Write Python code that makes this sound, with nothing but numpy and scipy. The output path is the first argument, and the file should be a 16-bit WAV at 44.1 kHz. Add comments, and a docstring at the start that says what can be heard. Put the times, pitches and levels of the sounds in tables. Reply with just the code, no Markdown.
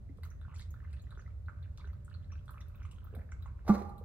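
"""In a living room, a small dog laps from a plastic trough, a metre or two from a phone on the floor.
Each lap closes ringing air bubbles and breaks wet films (short coloured noise); crowds of tiny bubbles
follow the tongue's strokes. The dog gulps once, a train of pulses climbing in pitch, then something hollow
knocks and scrapes on the boards: pushes ring decaying modes amid filtered noise.
A low noise rumble and a faint wavering tone fill the room, whose echoes decay at band-dependent rates."""
import sys
import numpy as np
from scipy import signal
from scipy.fft import rfft, irfft
from scipy.io import wavfile
from scipy.ndimage import uniform_filter1d

SR = 44100
rng = np.random.default_rng(int(sys.argv[2]) if len(sys.argv) > 2 else 0)


def bounce(signal):
    """Save signal as a 16-bit WAV file at the path given by the first command-line argument."""
    frames = np.transpose(np.atleast_2d(signal))
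    limited = np.clip(frames, -1, 1)
    pcm = np.round(limited * 32767).astype(np.int16)
    wavfile.write(sys.argv[1], SR, pcm)


N = 178228
T = np.arange(N) / SR  # time, s
F = np.arange(N // 2 + 1) * SR / N + 1e-3  # spectrum bins, Hz; the offset keeps the logarithm finite


def undb(db):
    """Level law: amplitude is 10 to the power of dB / 20."""
    return 10 ** (np.asarray(db) / 20)


def on_hz(table, hz):
    """Logarithmic frequency scale: interpolate a table's second column along log frequency."""
    table_hz, values = np.array(table).T
    return np.interp(np.log(hz), np.log(table_hz), values)


def unit(x):
    """Normalisation to an RMS of 1."""
    return x / np.sqrt(np.mean(x ** 2))


def add(out, start_s, x):
    """Superposition: sum a sound into the track from its start time."""
    i = int(start_s * SR)
    out[i:i + len(x)] += x[:N - i]


def walk(rate):
    """Smoothed random modulation: levels held 1 / rate s, then slewed; RMS 1."""
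    hold = int(SR / rate)
    steps = np.repeat(rng.standard_normal(N // hold + 1), hold)
    slewed = uniform_filter1d(uniform_filter1d(steps, hold), hold)
    return unit(slewed[:N])


def bubble(hz, cycles, glide=0.077, rise=0.44):
    """Bubble resonance: trapped air swells within about a cycle, decays, and rises in pitch if glide > 0."""
    turns = np.arange(int(7 * cycles * SR / hz)) * hz / SR  # cycles at the starting pitch
    shape = (1 - np.exp(-(turns / rise) ** 2)) * np.exp(-turns / cycles)
    phase = 2 * np.pi * turns * (1 + glide * turns / cycles / 2)
    return shape / shape.max() * np.sin(phase)


def snap(puff, hz, octaves):
    """Film rupture: a millisecond of noise coloured by the pocket that bursts; peak 1."""
    f = np.arange(257) * SR / 512 + 1
    burst = np.roll(puff * np.exp(-np.arange(512) / SR / 0.0013), 32)
    colour = np.exp(-(np.log2(f / hz) / max(octaves, .1)) ** 2)
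    tick = irfft(rfft(burst) * colour)
    return tick / np.abs(tick).max()


STROKE_RANGE_DB = 20  # the rise and fade times span this much level


def swell(peak_s, db, rise_s, fade_s):
    """Exponential growth and decay: gain climbs to a peak and dies away, both straight in dB."""
    rising = (peak_s - T) / max(rise_s, .003)
    fading = (T - peak_s) / max(fade_s, .01)
    return undb(db - STROKE_RANGE_DB * np.where(T < peak_s, rising, fading))


# Steady air noise, relative spectral density: hz, gain_db [dB per Hz]
RUMBLE_SPECTRUM = [(20, -42), (33, -38), (40, -4.5), (50, -8), (62, -3), (78, 1.5), (110, -11), (170, -22),
                   (300, -37), (600, -42), (850, -50.5), (1250, -52.5), (2500, -58.5), (5000, -64),
                   (10000, -67), (13000, -65.5), (14800, -60.5), (15600, -73)]
# Left-right coherence of the air noise: hz, correlation [-1 to 1]
RUMBLE_COHERENCE = [(60, 0.91), (130, 1), (290, 0.22), (640, 0.014), (1410, -0.4), (3100, -0.12),
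                    (6820, -0.16), (15000, -0.81)]
# Level contour of the faint tone, before its waver: start_s, level_db
TONE_LEVEL = [(0, -96), (.7, -82), (1, -79), (2.8, -76.5), (2.95, -100), (4.04, -79)]
RUMBLE_DB, TONE_HZ = -44.5, 586  # overall RMS level; mean pitch


def rumble():
    """Partial coherence: bass-heavy noise shared between the ears by band, plus a thin tone that wavers."""
    alike = np.clip(on_hz(RUMBLE_COHERENCE, F), -.98, .98)
    mid, side = rfft(rng.standard_normal((2, N))) * undb(on_hz(RUMBLE_SPECTRUM, F))
    shared, opposed = mid * np.sqrt(1 + alike), side * np.sqrt(1 - alike)
    air = irfft(np.array([shared + opposed, shared - opposed]), N)
    tone_gain = undb(np.interp(T, *np.transpose(TONE_LEVEL)) + 1.5 * walk(6))
    tone_phase = 2 * np.pi * np.cumsum(TONE_HZ + 4 * walk(8)) / SR
    return unit(air) * undb(RUMBLE_DB) + tone_gain * np.sin(tone_phase)


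# Air pockets closed by the tongue or by droplets falling back:
# start_s, level_db [peak], pitch_hz [at the start], decay_cycles [to 1/e, at least 0.5 when played]
LAP_BUBBLES = [(0.091, -64.5, 1940, 6.5), (0.185, -59.5, 1080, 1.7), (0.233, -53, 1916, 8),
               (0.234, -51, 1300, 1.3), (0.262, -56.5, 1140, 3.6), (0.305, -71, 2070, 8),
               (0.415, -55, 1330, 1.7), (0.451, -55, 1330, 2.7), (0.482, -51.5, 1010, 1.1),
               (0.5395, -59, 1860, 8), (0.54, -50.5, 1080, 0.53), (0.556, -57, 2340, 6.4),
               (0.597, -50, 1470, 0.72), (0.612, -56.5, 2030, 8), (0.741, -51.5, 1300, 4),
               (0.803, -55.5, 1620, 3.2), (0.846, -56.5, 1090, 1.8), (0.846, -60, 1910, 4.9),
               (0.93, -60, 1970, 5.9), (0.9364, -57.5, 2430, 8), (1.069, -60, 1780, 4.8),
               (1.11, -58, 1350, 1.8), (1.174, -49.5, 1300, 2.6), (1.194, -49.5, 1540, 1.9),
               (1.262, -57, 1880, 7.3), (1.483, -66.5, 1880, 14), (1.484, -42, 1372, 3.6),
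               (1.782, -55.5, 1150, 1.4), (1.811, -58, 2130, 8.4), (1.845, -64, 1600, 3),
               (1.9, -61, 1830, 3), (1.875, -53, 1180, 0.38), (1.932, -59, 1170, 3.8),
               (2.08, -54, 1314, 4.9), (2.115, -57.5, 1290, 1.9), (2.148, -56.5, 1290, 3.5),
               (2.303, -62, 1590, 6.5), (2.318, -56.5, 2420, 6.8), (2.322, -59, 1190, 8.8),
               (2.48, -51.5, 1300, 3.2), (2.493, -47, 1150, 3.8), (2.607, -57, 1810, 5.4),
               (2.748, -59.5, 2370, 5.3), (2.819, -52, 1350, 2.3), (2.851, -52, 1148, 4.5),
               (2.8528, -57.5, 2110, 7.4), (2.9134, -55, 2740, 7.7), (3.019, -62.5, 1370, 2.1),
               (3.051, -56.5, 1034, 0.87), (3.148, -55, 1380, 2.1), (3.149, -60, 2080, 6.4),
               (3.195, -59, 1760, 3.6), (3.215, -56.5, 2000, 2.6), (3.291, -56.5, 1570, 2.5),
               (3.3205, -47, 2000, 3.9), (3.321, -46, 1380, 2.9), (3.424, -61, 3180, 7.3),
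               (3.459, -52.5, 1670, 1.4), (3.459, -44.5, 1024, 1.6), (3.592, -56.5, 1450, 0.84)]


def laps():
    """Bubble resonance: the clearest air pockets and droplets each ring once."""
    out = np.zeros(N)
    for start_s, db, hz, cycles in LAP_BUBBLES:
        add(out, start_s, undb(db) * bubble(hz, max(cycles, .5)))
    return out


# Soft low bumps: start_s, level_db [peak], pitch_hz
LOW_BUMPS = [(0.095, -46.5, 264), (0.187, -56, 460), (1.174, -54.5, 373), (1.847, -56, 402),
             (3.172, -45, 211), (3.815, -37.5, 377), (4.011, -47, 472)]


def bumps():
    """Heavily damped oscillation: short dull bumps of steady pitch."""
    out = np.zeros(N)
    for start_s, db, hz in LOW_BUMPS:
        add(out, start_s, undb(db) * bubble(hz, 2.2, glide=0, rise=.5))
    return out


# Tongue strokes that stir the water: peak_s, level_db, rise_s, fade_s, mouth_pitch_hz,
# spray_level_db, spray_pitch_hz
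TONGUE_STROKES = [(.24, -67, 0.015, 0.06, 1290, -69, 2500), (.32, -70.5, 0.035, 0.024, 1415, -82.5, 2160),
                  (.43, -72, 0.022, .08, 1420, -83, 3680), (.52, -64, 0.057, 0.11, 1150, -71.5, 2140),
                  (.6, -71.5, 0.055, 0.067, 1516, -62, 3570), (0.751, -71.5, 0.012, 0.13, 1306, -91, 3680),
                  (0.849, -68, 0.058, 0.12, 1520, -81, 2230), (.96, -75, 0.1, 0.16, 1350, -73.5, 2550),
                  (1.12, -66.5, 0.044, 0.042, 1290, -78, 3630),
                  (1.19, -63.5, 0.017, 0.049, 1430, -77, 2500), (1.268, -71, 0.02, 0.06, 1440, -78, 2400),
                  (1.49, -64, .015, 0.14, 1380, -78.5, 2150), (1.66, -75.5, 0.068, 0.021, 1520, -79, 2290),
                  (1.79, -66.5, 0.037, 0.1, 1167, -72, 3870), (1.88, -71.5, 0.072, 0.14, 1540, -81, 2100),
                  (2.23, -79, .06, .06, 1630, -87, 3820), (2.101, -72, 0.028, 0.21, 1380, -75, 2850),
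                  (2.329, -76, 0.025, 0.11, 1300, -70, 2570), (2.501, -60, 0.018, 0.067, 1130, -73.5, 3650),
                  (2.579, -67, 0.066, 0.1, 1404, -74, 2210), (2.83, -64, .14, .1, 1158, -73, 2420),
                  (2.95, -80.5, 0.096, 0.21, 1174, -74, 2830), (3.07, -75, 0.092, 0.19, 1150, -85.5, 2790),
                  (3.2, -66, 0.081, 0.034, 1530, -78.5, 2030), (3.33, -73, 0.037, .05, 1390, -77, 2300),
                  (3.459, -65, 0.075, 0.093, 1213, -76, 2290), (3.6, -81, .05, 0.063, 1130, -85, 2300)]


def stirring():
    """Weighted superposition: strokes sum to stir and spray gains; pitches lean to the strongest stroke."""
    shape = np.array([swell(peak_s, 0, rise, fade) for peak_s, _, rise, fade, *_ in TONGUE_STROKES])
    shape = shape + 1e-12  # keeps the divisions below finite
    db, mouth_hz, spray_db, spray_hz = np.transpose(TONGUE_STROKES)[[1, 4, 5, 6]]
    stir, spray = undb(db) @ shape, undb(spray_db) @ shape
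    mouth_pitch = undb(db) * mouth_hz @ shape / stir
    spray_pitch = undb(spray_db) * spray_hz @ shape / spray
    return stir, spray, mouth_pitch, spray_pitch


# Wet films breaking on tongue and lips: start_s, level_db [peak], centre_hz,
# width_octaves [half-width to 1/e, at least 0.1 when played], spit_level_db [peak], spit_centre_hz
FILM_TICKS = [(0.173, -70, 4010, 0.36, -67, 10000), (0.234, -54.5, 4370, 0.31, -51, 9900),
              (0.251, -60, 6340, 0.22, -55, 14000), (0.271, -71, 3890, 0.38, -68, 12500),
              (0.304, -56.5, 6200, 0.1, -65, 12000), (0.4133, -63, 3350, 0.25, -70, 9000),
              (0.544, -56, 7550, .27, -77, 10300), (0.552, -59, 6000, .5, -66, 9500),
              (0.574, -61, 5500, .5, -66, 9500), (0.562, -49, 3800, 0.78, -64, 9400),
              (0.5835, -64, 4200, 0.82, -56, 10300), (0.5958, -54, 3530, 0.6, -54, 10100),
              (0.604, -55, 4600, 0.67, -68, 9430), (0.6117, -55, 5030, 0.56, -73, 13800),
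              (0.6213, -50, 3650, 0.8, -75, 10400), (0.707, -58, 6270, .23, -53, 12400),
              (0.7387, -66, 3740, 0.29, -65, 12100), (0.908, -68, 4040, 0.92, -72, 9100),
              (0.9303, -54.5, 3900, 0.64, -57, 8300), (0.9974, -59, 3850, 0.19, -79, 9500),
              (1.0202, -61.5, 6960, 0.15, -61, 13300), (1.107, -56, 3700, .26, -63.5, 9100),
              (1.151, -60, 3460, 0.3, -83, 9490), (1.18, -64, 5950, .25, -83, 9490),
              (1.1974, -58.5, 6200, 0.14, -87, 9490), (1.215, -59.5, 3850, .58, -73, 9070),
              (1.461, -69, 3900, .3, -74, 11100), (1.6278, -58, 3780, 0.25, -72, 11800),
              (1.7752, -50.5, 3980, 0.65, -62, 9930), (1.8736, -63, 6130, .34, -75, 11800),
              (1.932, -64.5, 3600, 0.37, -68, 13600), (2.0475, -54, 8000, 0.3, -66, 14000),
              (2.099, -66.5, 4440, 0.33, -71, 9040), (2.142, -54, 4070, 0.18, -82, 11400),
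              (2.321, -55.5, 5860, 0.083, -77, 11700), (2.4564, -68, 5250, 0.35, -63, 9900),
              (2.4815, -57.5, 3680, 0.22, -60.5, 9100), (2.508, -65, 3860, 0.94, -47.5, 11300),
              (2.6062, -55.5, 5700, 0.29, -64, 13400), (2.6128, -52.5, 3200, 0.36, -67, 10100),
              (2.6836, -68, 4170, 0.55, -60, 10600), (2.7564, -64.5, 3490, 0.22, -58, 15100),
              (2.8526, -59, 3100, .3, -62, 7400), (2.83, -59.5, 5930, .2, -76, 11000),
              (2.9126, -59.5, 3280, 0.55, -53.5, 7600), (2.916, -70, 5500, .3, -62, 12400),
              (3.0433, -77, 3200, .4, -52, 15400), (3.1514, -58.5, 3400, 0.56, -50, 11200),
              (3.3178, -52.5, 6670, 0.24, -80, 14100), (3.46, -65, 7000, .3, -80, 12000),
              (3.425, -58, 3990, 0.26, -59, 14600), (3.894, -64, 4250, 0.34, -61, 10300),
              (3.9814, -61, 3520, 0.55, -55, 10200)]
FAINT_TICK_DB, FAINT_TICK_HZ = 7, 4230  # small films: peak over the spray level, usual centre


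def ticks(count=130):
    """Impulsive rupture: a snap and a thin spit per film; random faint snaps take the spray's level."""
    out = np.zeros(N)
    puffs = rng.standard_normal((len(FILM_TICKS), 512))
    for (start_s, db, hz, octaves, spit_db, spit_hz), puff in zip(FILM_TICKS, puffs):
        film = undb(db) * snap(puff, hz, octaves)
        spit = undb(spit_db) * snap(puff, spit_hz, 0.45)
        add(out, start_s - 32 / SR, film + spit)  # the burst begins 32 samples into a snap
    spray = stirring()[1]
    for at, puff in zip(rng.random(count), rng.standard_normal((count, 512))):
        hz = FAINT_TICK_HZ * 2 ** (.5 * np.tanh(puff[-1]))
        gain = spray[int(at * N)] * undb(FAINT_TICK_DB)
        add(out, at * N / SR, gain * snap(puff, hz, .4))
    return out


MOUTH_SPREAD, SPRAY_SPREAD = 0.72, 0.47  # full pitch range, octaves


def slosh(count=1400):
    """Bubble-cloud statistics: many tiny rings near the mouth's pitch and in fine spray follow the strokes."""
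    mouth_cloud, spray_cloud = np.zeros((2, N))
    stir, spray, mouth_hz, spray_hz = stirring()
    for at, pitch, size, kind in rng.random((count, 4)):
        start_s, i = at * N / SR, int(at * N)
        gain = undb(-4.5 * np.log(size + 0.006))  # a few are far louder than the rest
        if kind < .55:
            hz = mouth_hz[i] * 2 ** (MOUTH_SPREAD * (pitch - .5))
            add(mouth_cloud, start_s, gain * bubble(hz, 4.75))
        else:
            hz = spray_hz[i] * 2 ** (SPRAY_SPREAD * (pitch - .5))
            add(spray_cloud, start_s, gain * bubble(hz, 3.6))
    return stir * unit(mouth_cloud) + spray * unit(spray_cloud)


GULP_S, GULP_DB, GULP_RISE_S, GULP_FADE_S = 3.14, -46, 0.042, 0.13  # time of peak, peak of the gain
GULP_FROM_HZ, GULP_TO_HZ, GULP_CLIMB_S = 263, 606, 0.065  # mean pitch nears its limit exponentially


def gulp():
    """Cavity resonance: uneven throat pulses ring a cavity that shrinks, so the pitch climbs."""
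    out, start_s = np.zeros(N), GULP_S - GULP_RISE_S
    gain = swell(GULP_S, GULP_DB, GULP_RISE_S, GULP_FADE_S)
    gaps_s = 0.01 * (0.76 + 1.4 * rng.random(20))
    for pulse_s in start_s + np.cumsum(gaps_s):
        remaining = np.exp(-(pulse_s - start_s) / GULP_CLIMB_S)
        hz = GULP_TO_HZ - (GULP_TO_HZ - GULP_FROM_HZ) * remaining
        rough_hz = hz * 2 ** (0.2 * rng.standard_normal())
        add(out, pulse_s, gain[int(pulse_s * SR)] * bubble(rough_hz, 1.37))
    return out


# Blows on the hollow thing: start_s, strength_db [relative], contact_ms
BLOWS = [(3.6907, -34, 1), (3.6941, -28, 0.88), (3.7, -28, 0.71), (3.74, -47.5, 0.56), (3.751, -46, 0.54)]
# Modes of the hollow thing: pitch_hz, level_db [relative], t60_s
HOLLOW_MODES = [(205.3, 11, 0.12), (405, -0.5, 0.073), (588, -3.5, 0.037), (809, 0, 0.12),
                (1065, -10.5, 0.038), (1166, -2.5, 0.075), (1453, -2.5, 0.025), (2150, -13.5, 0.25)]
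# Rough scraping contact, contour before its flutter: start_s, level_db [relative]
SCRAPE_LEVEL = [(3.645, -11), (3.667, -2.5), (3.686, 15.5), (3.697, 20), (3.725, 7.5), (3.744, 14.5),
                (3.768, 2), (3.83, -0.5), (3.95, -22)]
# Colour of the scraping: hz, gain_db
SCRAPE_SPECTRUM = [(200, -62), (500, -38.5), (1200, -50), (1600, -60), (2100, -58.5), (2900, -69),
                   (4000, -64.5), (6000, -66), (8500, -77.5), (11500, -71.5), (15000, -81)]


def knock():
    """Modal excitation: rounded pushes ring damped modes; grainy friction noise surrounds the blows."""
    times_s, levels_db = np.transpose(SCRAPE_LEVEL)
    grit_db = np.interp(T, times_s, levels_db, -99, -99) + 4.8 * walk(400)
    grit = rng.standard_normal(N) * undb(grit_db)
    push, ringing = np.zeros(N), 0
    for start_s, db, contact_ms in BLOWS:
        n = max(int(contact_ms * SR / 1000), 3)
        add(push, start_s, undb(db) * np.hanning(n) / n * 2)
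    for k, (hz, db, t60) in enumerate(HOLLOW_MODES):
        pole = np.exp(2j * np.pi * hz / SR - np.log(1000) / (t60 * SR))
        mode = signal.lfilter([1], [1, -pole], push).imag
        ringing = ringing + (-1) ** k * undb(db) * mode  # signs alternate
    scraping = irfft(rfft(grit) * undb(on_hz(SCRAPE_SPECTRUM, F)), N)
    return ringing + scraping


# Decay of the late echoes: hz, t60_s
ROOM_DECAY = [(125, 0.7), (500, 0.68), (1000, 0.9), (4000, 0.28), (12000, 0.42)]
NEAR_ECHO_DB, NEAR_ECHO_S = 9.5, 0.011  # floor and furniture answer first and die quickly
LEFT_LAG_MS = 0.074


def room(x, wet_db):
    """Reverberation: direct sound reaches the left port late; each port hears its own decaying echoes."""
    t = T[:SR // 2 * 2]
    f = np.arange(len(t) // 2 + 1) * SR / len(t) + 1e-3
    echo = np.zeros((2, len(t)))
    for hz in 125 * 2. ** np.arange(8):
        band = np.clip(1 - np.abs(np.log2(f / hz)), 0, 1)
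        shared, own = rng.standard_normal(len(t)), rng.standard_normal(echo.shape)
        apart = min(hz / 600, 1)  # long waves reach both ports alike and stir few echoes
        waves = apart ** .5 * ((1 - apart) * shared + apart * own)
        echo += irfft(rfft(waves) * band) * undb(-60 * t / on_hz(ROOM_DECAY, hz))
    echo *= 1 + undb(NEAR_ECHO_DB) * np.exp(-t / NEAR_ECHO_S)
    echo = echo * (t > .003) / np.sqrt(np.sum(echo ** 2) / 2)
    late = irfft(rfft(x) * np.exp(-2j * np.pi * F * LEFT_LAG_MS / 1000), N)
    echoes = signal.fftconvolve(x[None], echo, axes=1)[:, :N]
    return np.array([late, x]) + undb(wet_db) * echoes


def scene():
    """Superposition: each source with its own share of echo, over the steady rumble."""
    water = room(laps() + slosh(), wet_db=-2.5) + room(ticks(), wet_db=2)
    throat = room(gulp() + bumps(), wet_db=0.5)
    return water + throat + room(knock(), wet_db=-2) + rumble()


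# Sensitivity of the two ports: hz, left_minus_right_db
PORT_BALANCE = [(60, -1.5), (500, -5), (2000, -2), (5000, -1), (8000, 6), (12000, -2)]
# Resonances of the microphone housing: centre_hz, width_hz [half-width to 1/e], gain_db
HOUSING_MODES = [(1208, 835, 3), (3100, 260, -2.5), (3960, 167, 3.5)]
MONO_HZ, TOP_HZ = 11300, 15750  # left-right difference halves here; upper band edge


def record(dry):
    """Transducer response: ports differ by band, housing resonates, the treble is shared, the top is cut."""
    balance = undb(on_hz(PORT_BALANCE, F) / 2)
    housing = undb(sum(db * np.exp(-((F - hz) / width) ** 2) for hz, width, db in HOUSING_MODES))
    left, right = rfft(dry) * housing * np.array([balance, 1 / balance])
    mid = (left + right) / 2
    side = (left - right) / 2 / (1 + (F / MONO_HZ) ** 8)
    both = irfft(np.array([mid + side, mid - side]), N)
    top_cut = signal.ellip(10, .2, 70, TOP_HZ, fs=SR, output="sos")
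    return signal.sosfilt(top_cut, both)


dry = scene()
out = record(dry)
bounce(out)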